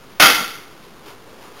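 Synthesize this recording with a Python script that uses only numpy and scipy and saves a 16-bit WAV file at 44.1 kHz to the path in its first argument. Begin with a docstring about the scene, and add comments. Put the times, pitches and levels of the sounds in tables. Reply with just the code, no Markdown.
"""Bean bag on a hollow board

A bean bag slaps onto a small hollow wooden board in a living room, slumps and flops down. Its beans
drive the board's resonances and the room rings on. Clothes rustle faintly, once just before the hit
and again afterwards, over a hush and a hollow drone. A pocket camera overloads on the hit and stores
coarse, slow samples, which add a gritty hiss and a metallic treble."""
import sys
import numpy as np
from scipy import signal
from scipy.fft import rfft, irfft, next_fast_len
from scipy.io import wavfile
from scipy.ndimage import map_coordinates

SR = 44100
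rng = np.random.default_rng(int(sys.argv[2]) if len(sys.argv) > 2 else 0)


def log_audio(samples):
    """Write samples as a 16-bit WAV file to the path given in sys.argv[1]."""
    # one column per channel
    frames = np.atleast_2d(samples).T
    # limit to full scale, then quantise
    limited = np.clip(frames, -1, 1)
    pcm = np.round(limited * 32767).astype(np.int16)
    wavfile.write(sys.argv[1], SR, pcm)


N = 70560

# tone of the room's hush: f/Hz, relative level/dB
HUSH_SPECTRUM = [(25, -2), (60, -5.5), (150, 1), (280, 0), (410, 1), (600, -5.5), (1200, -4), (2000, -12),
                 (3800, -13)]
# fader curve of the hollow drone: t/s, level/dB
DRONE_LEVELS = [(0, -58), (.7, -52.5), (.95, -63), (1.069, -46.5), (1.2, -58), (1.288, -46.5), (1.47, -48),
                (1.6, -51.5)]
# swells of moving clothes: centre t/s, half width/s, level/dB, treble tilt/(dB per octave)
RUSTLE_SWELLS = [(0.153, 0.046, -52, 1.5), (0.846, 0.018, -48.5, 3.5), (1.092, 0.032, -40.5, 1.5),
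                 (1.312, 0.035, -49.5, -2), (1.454, 0.054, -44, -1), (1.61, 0.049, -42, 1)]
# tone of the clothes before the tilt: f/Hz, relative level/dB
CLOTH_SPECTRUM = [(100, -10), (400, -5), (1000, 2.5), (2000, -7), (3800, -4.5)]
# blows of the bag on the board: t/s, relative level/dB, settling time of the filling/s
BAG_BLOWS = [(0.1972, -14, 0.011), (0.1987, 0.5, 0.034), (0.2227, 0.5, .014), (0.2555, -5, 0.022),
             (0.294, -7.5, 0.0082)]
# resonances of the hollow board: f/Hz, relative level/dB, bandwidth/Hz
BOARD_MODES = [(254, -9.5, 39), (312.3, 0, 13), (491, -1, 7.4), (730, -12, 54), (807, 1.5, 33),
               (900, -3, 24), (1183, -4.5, 40), (1252, -0.5, 40), (1365.4, 9.5, 59), (1467, 0.5, 15),
               (1484, -7, 99), (2081, 2.5, 39), (2163, 6, 34), (2562, 2, 100), (3084, 4, 38),
               (3297, 3.5, 49), (3490, -6, 60)]
# tone of the slap of cloth and filling: f/Hz, relative level/dB
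SLAP_SPECTRUM = [(30, -23), (100, -29), (250, -13.5), (600, -7.5), (1000, -8), (1650, -6), (2000, 1.5),
                 (2350, -7.5), (2800, -2.5), (3900, -1)]
# tone of the bright crack of cloth on wood: f/Hz, relative level/dB
CRACK_SPECTRUM = [(100, -37), (900, -20), (1800, 2), (2650, -5), (3900, -29)]
# soft landings as the bag slumps: t/s, level/dB
THUD_HITS = [(0.221, -19), (0.244, -22.5), (.292, -35), (0.387, -28.5), (0.409, -30.5)]
# tone of those dull landings: f/Hz, relative level/dB
THUD_SPECTRUM = [(30, -26), (90, -25), (230, -1), (320, -3), (450, -15), (2000, -49)]

ATTACK_S = 0.00036  # rise of each blow and of the crack
CAMERA_RATE_HZ = 8000


def amp(db):
    """Decibels to gain."""
    return 10 ** (np.asarray(db) / 20)


def unit_rms(x):
    """The signal scaled to rms 1."""
    return x / np.sqrt(np.mean(x ** 2) + 1e-20)


def since(start):
    """Seconds since a moment, zero before it."""
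    return np.maximum(np.arange(N) / SR - start, 0)


def strike(start, rise_s, fall_s):
    """A percussive envelope: quick attack, exponential decay."""
    t = since(start)
    return (1 - np.exp(-t / rise_s)) * np.exp(-t / fall_s)


def filtered(x, response):
    """The signal through an EQ given as gain against frequency."""
    size = next_fast_len(N + SR // 2)
    return irfft(rfft(x, size) * response(np.fft.rfftfreq(size, 1 / SR)), size)[:N]


def resonance(f, hz, width):
    """Frequency response of one damped resonance."""
    return 1j * f * width / (hz * hz - f * f + 1j * f * width)


def noise(spectrum):
    """Noise of rms 1, coloured by (f/Hz, level/dB) points and cut at half the camera's sample rate."""
    hz, db = np.transpose(spectrum)

    def colour(f):
        return amp(np.interp(np.log(f + 1), np.log(hz + 1), db)) * (f < CAMERA_RATE_HZ / 2)
    return unit_rms(filtered(rng.standard_normal(N), colour))


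def room_tone():
    """The bed: a steady hush and a faint hollow drone that comes and goes."""
    drone = unit_rms(filtered(rng.standard_normal(N), lambda f: resonance(f, hz=419.7, width=95)))
    drone_db = np.interp(since(0), *np.transpose(DRONE_LEVELS))
    return amp(-45.5) * noise(HUSH_SPECTRUM) + amp(drone_db) * drone


def clothes_rustle():
    """Moving cloth makes soft swells of noise, some brighter, some duller."""
    rustle = np.zeros(N)
    for centre, half_width, level, tilt in RUSTLE_SWELLS:
        swell = np.exp(-0.5 * ((since(0) - centre) / half_width) ** 2)
        cloth = noise([(hz, db + tilt * np.log2(hz)) for hz, db in CLOTH_SPECTRUM])
        rustle += amp(level) * swell * cloth
    return rustle


def with_room_tail(envelope, t60_s=0.64, predelay_s=0.002, build_s=0.0018, wet_db=-2):
    """An envelope plus the room's diffuse echoes, whose energy builds up and dies away."""
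    t = since(predelay_s)
    echo_power = (amp(-60 * t / t60_s) * (1 - np.exp(-t / build_s))) ** 2
    tail_power = np.abs(signal.fftconvolve(envelope ** 2, echo_power / echo_power.sum())[:N])
    return np.sqrt(envelope ** 2 + amp(wet_db) ** 2 * tail_power)


def board_response(f):
    """The woody body: the board's resonances summed, at unit mean power."""
    body = sum(amp(db) * resonance(f, hz, width) for hz, db, width in BOARD_MODES)
    return body / np.sqrt(np.mean(np.abs(body) ** 2))


def bag_on_board():
    """Each blow is a dense shower of beans: it slaps, drives the board and fills the room."""
    force = sum(amp(db) * strike(start, ATTACK_S, settle) for start, db, settle in BAG_BLOWS)
    envelope = with_room_tail(force)
    knock = filtered(envelope * rng.standard_normal(N), board_response)
    slap = envelope * noise(SLAP_SPECTRUM)
    return amp(-7) * knock + amp(-9) * slap


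def cloth_crack():
    """The bright edge: cloth smacks bare wood on the second blow, as the bag's full weight lands."""
    start = BAG_BLOWS[1][0]
    return amp(-15) * strike(start, ATTACK_S, fall_s=0.041) * noise(CRACK_SPECTRUM)


def bag_thuds():
    """The low end: the bag's weight flops down in dull pushes."""
    pushes = sum(amp(db) * strike(start, rise_s=0.006, fall_s=0.02) for start, db in THUD_HITS)
    return pushes * noise(THUD_SPECTRUM)


def scene():
    """The mono mix: the layers of the hit over rustling clothes and room tone."""
    return (bag_on_board() + cloth_crack() + bag_thuds() + clothes_rustle() + room_tone())[None]


def record(dry):
    """The camera's lo-fi colour: clipping crunches, coarse steps hiss, held samples sound metallic."""
    input_cutoff_hz, output_cutoff_hz = 3870, 15780
    steps = 128  # from zero to full scale
    dulled = filtered(dry[0], lambda f: 1 / np.sqrt(1 + (f / input_cutoff_hz) ** 20))
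    hold_positions = np.floor(np.arange(N) * CAMERA_RATE_HZ / SR) * SR / CAMERA_RATE_HZ
    held = map_coordinates(dulled, [hold_positions], mode="nearest")
    clipped = np.clip(held, -1, 1)
    crushed = np.floor(clipped * steps) / steps
    return filtered(crushed, lambda f: f < output_cutoff_hz)[None]


dry = scene()
out = record(dry)
log_audio(out)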